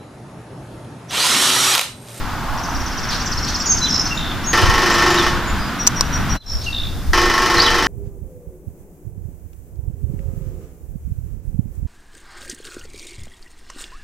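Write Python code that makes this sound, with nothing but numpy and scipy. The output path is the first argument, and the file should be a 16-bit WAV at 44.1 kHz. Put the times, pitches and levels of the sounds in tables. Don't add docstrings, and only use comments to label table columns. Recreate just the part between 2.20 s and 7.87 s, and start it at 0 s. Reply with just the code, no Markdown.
import sys
import numpy as np
from scipy import signal
from scipy.fft import rfft, irfft
from scipy.io import wavfile

SR = 44100
rng = np.random.default_rng(int(sys.argv[2]) if len(sys.argv) > 2 else 0)


def put_to_file(sound):
    columns = np.atleast_2d(sound).T
    safe = np.clip(columns, -1, 1)
    whole_steps = np.round(safe * 32767)
    wavfile.write(sys.argv[1], SR, whole_steps.astype(np.int16))


N = 250033
TIME = np.arange(N) / SR


def amp(db):
    return 10 ** (np.asarray(db) / 20)


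def unit(x):
    return x / np.sqrt(np.mean(x ** 2) + 1e-20)


def at_hz(points, hz):
    table_hz, value = np.transpose(points)
    return np.interp(np.log(hz + 1), np.log(table_hz + 1), value)


def level(rows):
    return amp(np.interp(TIME, *np.transpose(rows)))


def add(mix, start_s, sound):
    part = mix[..., max(round(start_s * SR), 0):][..., :sound.shape[-1]]
    part += sound[..., :part.shape[-1]]


def noise(spectrum, likeness, size):
    hz = np.fft.rfftfreq(size, 1 / SR)
    same = np.clip(at_hz(likeness, hz), 0, 1)
    white = rfft(rng.standard_normal((2, size)))
    mid, side = white * np.sqrt([1 + same, 1 - same])
    colored = np.array([mid + side, mid - side]) * amp(at_hz(spectrum, hz))
    return unit(irfft(colored, size))


def die_away(x, t60s):
    hz, t, bands = signal.stft(x, SR, nperseg=256)
    decay = amp(-60 * t / at_hz(t60s, hz)[:, None])
    return signal.istft(bands * decay, SR, nperseg=256)[1][:, :x.shape[-1]]


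def drift(size, rate_hz):
    hz = np.fft.rfftfreq(size, 1 / SR)
    return unit(irfft(rfft(rng.standard_normal(size)) * np.exp(-(hz / rate_hz) ** 2), size))


# frequency_hz, level_db, t60_s
MODES = [(302, -9, 0.41), (346.4, -1.5, 0.89), (374.8, -7, 0.85), (470.7, -9, 0.57), (736, -13, 0.66),
         (881, -4, 0.42), (1092, -1, 0.66), (1227, -14, 0.45), (1290, -2, 0.26), (1342, 6, 0.14),
         (1690, -16, .3), (1809, 3.5, 0.37), (1936, 0, 0.23), (1893, -15, 0.26), (2045, -3.5, 0.31),
         (3020, -4, 0.42), (3860, -40, .2), (4200, -11, 0.33), (5000, -6, 0.31), (5460, -5.5, 0.3)]
# frequency_hz, density_db_per_hz
CLANG = [(60, -23), (200, -10), (380, -4), (560, -5), (900, -0.5), (1400, 2), (1950, -5.5), (2300, -1.5),
         (4000, -6), (5800, -3.5), (7200, -16), (9000, -20), (15000, -20)]
# frequency_hz, t60_s
CLANG_T60 = [(300, 1), (1500, 0.48), (5000, 0.38), (9000, 0.34), (15000, 0.13)]
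# frequency_hz, density_db_per_hz
KNOCK = [(400, -20), (800, -9), (1100, 5.5), (1400, -11.5), (1850, 6.5), (2200, -21), (4000, -17),
         (8000, -36)]
# frequency_hz, likeness (0-1)
METAL_LIKENESS = [(200, 1), (1500, 0.99), (2500, 1), (4400, .91), (8000, 0.66), (15000, .35)]


def drumming(modes_db=-24.0, clang_db=-20, crack_db=-18, crack_t60=0.016, knock_db=-17, knock_t60=0.1,
             alike=0.51, mode_spread=0.0049, build_s=0.0044):
    t = np.arange(SR) / SR
    out = np.zeros((2, N))
    alike = np.clip(alike, 0, 1)
    sheet = noise(CLANG, METAL_LIKENESS, size=SR)
    mode_hz = np.transpose(MODES)[0][:, None]
    fades = np.array([amp(db - 60 * t / t60) for _, db, t60 in MODES])
    spreading = 1 - np.exp(-t / build_s)
    for start_s, force_db in blows():
        fresh = noise(CLANG, METAL_LIKENESS, size=SR)
        dense = np.sqrt(alike) * sheet + np.sqrt(1 - alike) * fresh
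        detune, phase = rng.standard_normal((2, len(MODES), 1))
        blow_hz = mode_hz * (1 + mode_spread * detune)
        ring = (fades * np.sin(2 * np.pi * (blow_hz * t + phase))).sum(0)
        crack = amp(crack_db - 60 * t / crack_t60) * dense
        knock = amp(knock_db - 60 * t / knock_t60) * noise(KNOCK, METAL_LIKENESS, size=SR)
        clang = amp(clang_db) * die_away(dense, CLANG_T60)
        ringing = spreading * (clang + amp(modes_db) * ring)
        add(out, start_s, amp(force_db) * (crack + knock + ringing))
    return out


# start_s, force_db, lag_s (time lost while the first blows get up to speed)
ROLLS = [(2.3312, -0.95, .0052), (4.9324, 0.6, .0034)]
# since_start_s, force_db
ROLL_FORCE = [(0, 2), (.045, 1), (.12, -2), (.42, 0.25), (.63, -1), (.735, -3.5)]
BLOW_COUNT, BLOW_PERIOD_S = 19, .04051


def blows(settle_blows=1.0):
    k = np.arange(BLOW_COUNT)
    for start_s, force_db, lag_s in ROLLS:
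        since = k * BLOW_PERIOD_S + lag_s * (1 - np.exp(-k / settle_blows))
        forces_db = force_db + np.interp(since, *np.transpose(ROLL_FORCE))
        yield from zip(start_s + since, forces_db)


def whistle(hz, waver=0.0039):
    unsteady_hz = hz * (1 + waver * drift(len(hz), 240))
    return np.sqrt(2) * np.sin(2 * np.pi * np.cumsum(unsteady_hz) / SR)


# since_start_s, pitch_hz, level_db
SLUR = [(0, 6410, -26), (.004, 5953, 0), (.009, 5490, -1), (.015, 4895, -8.5), (.019, 4375, -6.5),
        (.021, 5800, -1), (.023, 7300, -11.5), (0.025, 8000, -17)]
TRILL_START_S, TRILL_PERIOD_S, TRILL_COUNT = .374, .05686, 27
TRILL_DB, TRILL_SOFT_DB, TRILL_GROW_S = -26, -11, 0.92


def trill(pitch_spread=0.017, pace_spread=0.1, rasp=0.0216, uneven_db=1.0, range_spread=0.096):
    mark_s, mark_hz, mark_db = np.transpose(SLUR)
    out = np.zeros(N)
    for since in np.arange(TRILL_COUNT) * TRILL_PERIOD_S:
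        sharp, slow, loud, wide = rng.standard_normal(4)
        softness_db = TRILL_SOFT_DB * max(1 - since / TRILL_GROW_S, 0)
        note_db = TRILL_DB + softness_db + uneven_db * loud
        marks = mark_s * np.exp(pace_spread * slow)
        t = np.arange(0, marks[-1], 1 / SR)
        shape = amp(np.interp(t, marks, mark_db)) * signal.windows.tukey(len(t), .1)
        widened_hz = mark_hz + range_spread * wide * (mark_hz - mark_hz.mean())
        pitch_hz = np.interp(t, marks, widened_hz) * (1 + pitch_spread * sharp)
        add(out, TRILL_START_S + since, amp(note_db) * shape * whistle(pitch_hz, waver=rasp))
    return out


def song(buzz_hz=57, buzz_slide=0.085, taper=0.75, rasp=0.012, uneven_db=2, bend=1.576,
         fade_db=-3, hoarse_db=-7.5, hoarse_spread=0.135):
    out = np.zeros(N)
    for start_s, length_s, first_hz, last_hz, level_db, buzz in notes():
        t = np.arange(0, length_s, 1 / SR)
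        done = np.clip(t / length_s, 0, 1)
        glide_hz = last_hz + (first_hz - last_hz) * (1 - done) ** bend
        buzz = np.clip(buzz, 0, 1)
        cycle = (buzz_hz * t) % 1
        unevenness = amp(buzz * uneven_db * drift(len(t), 40))
        pulses = (1 - buzz * np.cos(np.pi * cycle) ** 2) ** 2 * unevenness
        pulse_slide = 1 + buzz ** 2 * buzz_slide * (1 - 2 * cycle)
        tone = whistle(glide_hz * pulse_slide, waver=0.0069 + rasp * buzz)
        rough = whistle(glide_hz, waver=hoarse_spread) * drift(len(t), 700)
        hoarse = amp(hoarse_db) * buzz ** 2 * rough
        edges = signal.windows.tukey(len(t), taper * (1 - buzz))
        add(out, start_s, amp(level_db + fade_db * done ** 2) * pulses * edges * (tone + hoarse))
    return out


# since_start_s, length_s, start_hz, end_hz, level_db, buzz (0-1)
PHRASE = [(0, 0.069, 4030, 4050, -25, 0.04), (0.049, 0.027, 4050, 3160, -28.5, 0.2),
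          (0.097, .12, 5470, 5316, -20.5, 0.74), (.298, 0.0445, 2880, 2670, -27, .15),
          (0.363, .16, 3696, 3557, -27.5, 1)]
# start_s, pitch_ratio, level_db, swell_db_per_s
PHRASES = [(1.605, 0.99, 1.5, -7.5), (4.16, 1.005, -5, 22)]
PIP_START_S, PIP_PERIOD_S, PIP_COUNT = 3.584, .168, 4
PIP_S, PIP_HZ, PIP_SAG_HZ, PIP_DB, PIP_BUZZ = 0.058, 5800, 131, -29, 0.091
# start_s, length_s, pitch_hz, level_db
THIN_NOTES = [(1.042, .075, 7320, -43), (1.382, .053, 7400, -42), (1.937, 0.067, 6980, -40.5),
              (2.722, .025, 7300, -32.5), (2.868, .13, 7120, -39), (3.261, 0.068, 7020, -39)]
THIN_BUZZ = 0.18
# start_s, length_s, start_hz, end_hz, level_db, buzz (0-1)
SLURRED_CALLS = [(1.457, .034, 7130, 6550, -25, 0), (1.485, 0.06, 6570, 6260, -16, 0.08),
                 (2.236, 0.027, 4970, 6140, -31.5, 0.3), (2.252, 0.085, 6600, 6530, -25, .1),
                 (2.97, .056, 3900, 3410, -23, 0.53), (3.371, .13, 4900, 4880, -39.5, .3),
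                 (4.436, 0.024, 6900, 5830, -33.5, 0.6), (5.365, 0.048, 4350, 3790, -18, 0.73),
                 (5.395, .03, 4010, 5110, -13, 0.84), (5.434, .042, 4000, 3880, -21.5, .15),
                 (5.458, 0.035, 3620, 2930, -18, 0.7)]


def notes():
    phrases = [(start_s + since, length_s, ratio * first_hz, ratio * last_hz,
                note_db + phrase_db + swell * since, buzz)
               for start_s, ratio, phrase_db, swell in PHRASES
               for since, length_s, first_hz, last_hz, note_db, buzz in PHRASE]
    pips = [(PIP_START_S + k * PIP_PERIOD_S, PIP_S, PIP_HZ, PIP_HZ - PIP_SAG_HZ, PIP_DB, PIP_BUZZ)
            for k in range(PIP_COUNT)]
    thin = [(start_s, length_s, pitch_hz, pitch_hz, level_db, THIN_BUZZ)
            for start_s, length_s, pitch_hz, level_db in THIN_NOTES]
    return phrases + pips + thin + SLURRED_CALLS


# frequency_hz, t60_s
YARD_T60 = [(1000, 0.82), (3800, 0.65), (6000, 0.58), (9000, 0.19)]


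def yard(x, echoes_db, tail_db, echo_s, count=12):
    scatter = noise([(1000, 0), (10000, 0)], [(1000, 0.94), (10000, 0.72)], size=SR)
    tail = die_away(scatter, YARD_T60)
    response = amp(tail_db) * tail / np.linalg.norm(tail[0])
    echo_gain = amp(echoes_db) / np.sqrt(count)
    for when, sign, side in rng.random((count, 3)):
        delay = int((.002 + when * echo_s) * SR)
        for channel, offset in enumerate((0, round(side * 4 - 2))):
            response[channel, delay + offset] += np.sign(sign - .5) * echo_gain
    response[:, 0] += 1
    return signal.fftconvolve(x[None], response, axes=1)[:, :N]


# start_s, level_db, ring_hz, t60_s, knock_db
SNAPS = [(3.668, -11.5, 5570, 0.018, -36), (3.673, 2.5, 6120, 0.021, -26), (3.809, -6.5, 5800, 0.02, -3)]
# frequency_hz, density_db_per_hz
SNAP_SPRAY = [(1500, -7.5), (3500, -9), (5500, 4), (7900, -2.5), (9300, -13), (15000, -15)]
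# frequency_hz, likeness (0-1)
SNAP_LIKENESS = [(1000, 0.54), (5000, 0.26), (9000, 0.15)]


def snaps(spray_db=-4, ring_db=-2, knock_hz=1100, lead_rad=1.54, size=4096):
    t = np.arange(size) / SR
    out = np.zeros((2, N))
    for start_s, level_db, ring_hz, t60, knock_db in SNAPS:
        spray = amp(spray_db) * noise(SNAP_SPRAY, SNAP_LIKENESS, size=size)
        tone = signal.hilbert(whistle(np.full(size, ring_hz), waver=0.057))
        turn = np.exp(1j * np.array([[0], [lead_rad]]))
        ring = amp(ring_db) * np.real(tone * turn)
        knock = amp(knock_db) * np.sin(2 * np.pi * knock_hz * t)
        add(out, start_s, amp(level_db - 60 * t / t60) * (spray + ring + knock))
    return out


# start_s, length_s, level_db
RUSTLES = [(0.901, 0.17, -28.5), (1.261, 0.12, -29), (4.404, 0.2, -34)]
# frequency_hz, density_db_per_hz
RUSTLE = [(800, -30), (2000, -9), (4500, 10), (6500, -6), (14000, -19)]
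# frequency_hz, likeness (0-1)
AIR_LIKENESS = [(30, 0.58), (80, 0.84), (150, 0.97), (300, 0.83), (1300, 0.99), (4000, 0.72), (8000, 0.26),
                (14000, 0.1)]


def rustles(grain_db=2, rise_s=0.018):
    out = np.zeros((2, N))
    for start_s, length_s, level_db in RUSTLES:
        t = np.arange(0, length_s, 1 / SR)
        unevenness = amp(grain_db * drift(len(t), 200))
        grains = unit(noise(RUSTLE, AIR_LIKENESS, size=len(t)) * unevenness)
        add(out, start_s, amp(level_db) * np.minimum(t / rise_s, 1) * (1 - t / length_s) * grains)
    return out


# frequency_hz, density_db_per_hz
WIND = [(10, -1.5), (25, 4), (50, -1.5), (100, -6), (170, -21.5), (260, -35), (400, -28), (900, -47)]
# start_s, level_db
WIND_DB = [(0, -30), (.8, -29.5), (1.5, -32), (2.3, -31), (2.5, -22.5), (2.7, -27.5), (3.7, -30.5),
           (4.1, -23.5), (4.5, -26.5), (4.9, -24), (5.67, -27)]
# start_s, length_s, pitch_hz, level_db
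BUMPS = [(2.424, 0.031, 85, -9), (2.479, 0.027, 89, -8), (4.336, 0.05, 49.4, -14),
         (4.877, 0.045, 49.2, -10.5), (5.357, 0.033, 90, -18)]


def wind(gust_db=2.0, bump_lag_rad=1.6):
    gusts = amp(gust_db * drift(N, 5.9))
    out = level(WIND_DB) * unit(noise(WIND, AIR_LIKENESS, size=N) * gusts)
    for start_s, length_s, pitch_hz, level_db in BUMPS:
        t = np.arange(0, length_s, 1 / SR)
        lag = np.array([[0], [bump_lag_rad]])
        turn = 2 * np.pi * pitch_hz * (t - length_s / 2) - lag
        add(out, start_s, amp(level_db) * np.hanning(len(t)) * np.cos(turn))
    return out


# frequency_hz, density_db_per_hz
ROAR = [(200, -4.5), (450, -9.5), (600, -6.5), (900, -0.5), (1500, 1.5), (2300, -8.5), (3500, -10),
        (5500, -20), (7500, -23), (12000, -68)]
DRONE = [(60, -4.5), (120, 2), (190, 3), (280, 1.5), (400, -10), (700, -36)]
SWELL = [(400, -29), (650, -7), (850, 0), (1100, -1), (1600, -11), (2600, -43)]
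# start_s, level_db
ROAR_DB = [(0, -33.5), (.6, -33.5), (.93, -29), (1.15, -31.5), (2.2, -32), (3.2, -28), (3.65, -31),
           (4.161, -29), (4.22, -42), (4.9, -41.5), (5.67, -30)]
DRONE_DB = [(0, -36), (.8, -35), (1.699, -31.5), (2.2, -32.5), (3.2, -32), (4.16, -30), (4.22, -41.5),
            (4.9, -35), (5.67, -34)]
SWELL_DB = [(0, -38), (0.349, -31), (.55, -33.5), (.8, -53), (1.2, -80)]


def far_roar(waver_db=.5):
    layers = [(ROAR, ROAR_DB), (DRONE, DRONE_DB), (SWELL, SWELL_DB)]
    return sum(level(envelope) * noise(color, AIR_LIKENESS, size=N) * amp(waver_db * drift(N, 15))
               for color, envelope in layers)


# frequency_hz, density_db_per_hz
HISS = [(200, 0), (700, 12), (2000, -16), (5000, 5), (8000, -6.5), (15000, -5.5)]


def hiss(level_db=-41.5):
    return amp(level_db) * noise(HISS, AIR_LIKENESS, size=N)


# start_s, gain_db
MIX_GAIN = [(4.165, 3.5), (4.19, -24), (4.23, -15), (4.28, -5.5), (4.32, 1.5)]


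def scene():
    trilling = yard(trill(), echoes_db=-2.5, tail_db=-2.5, echo_s=0.0073)
    singing = yard(song(), echoes_db=-4.5, tail_db=-6.5, echo_s=.02)
    air = wind() + far_roar() + hiss()
    mix = drumming() + trilling + singing + snaps() + rustles() + air
    return mix * level(MIX_GAIN)


def record(dry, edge_hz=15500):
    clipped = np.clip(dry, -1, 1)
    low_pass = signal.firwin(511, edge_hz, window=("kaiser", 9), fs=SR)
    return signal.oaconvolve(clipped, low_pass[None], "same")


dry = scene()
out = record(dry)
put_to_file(out)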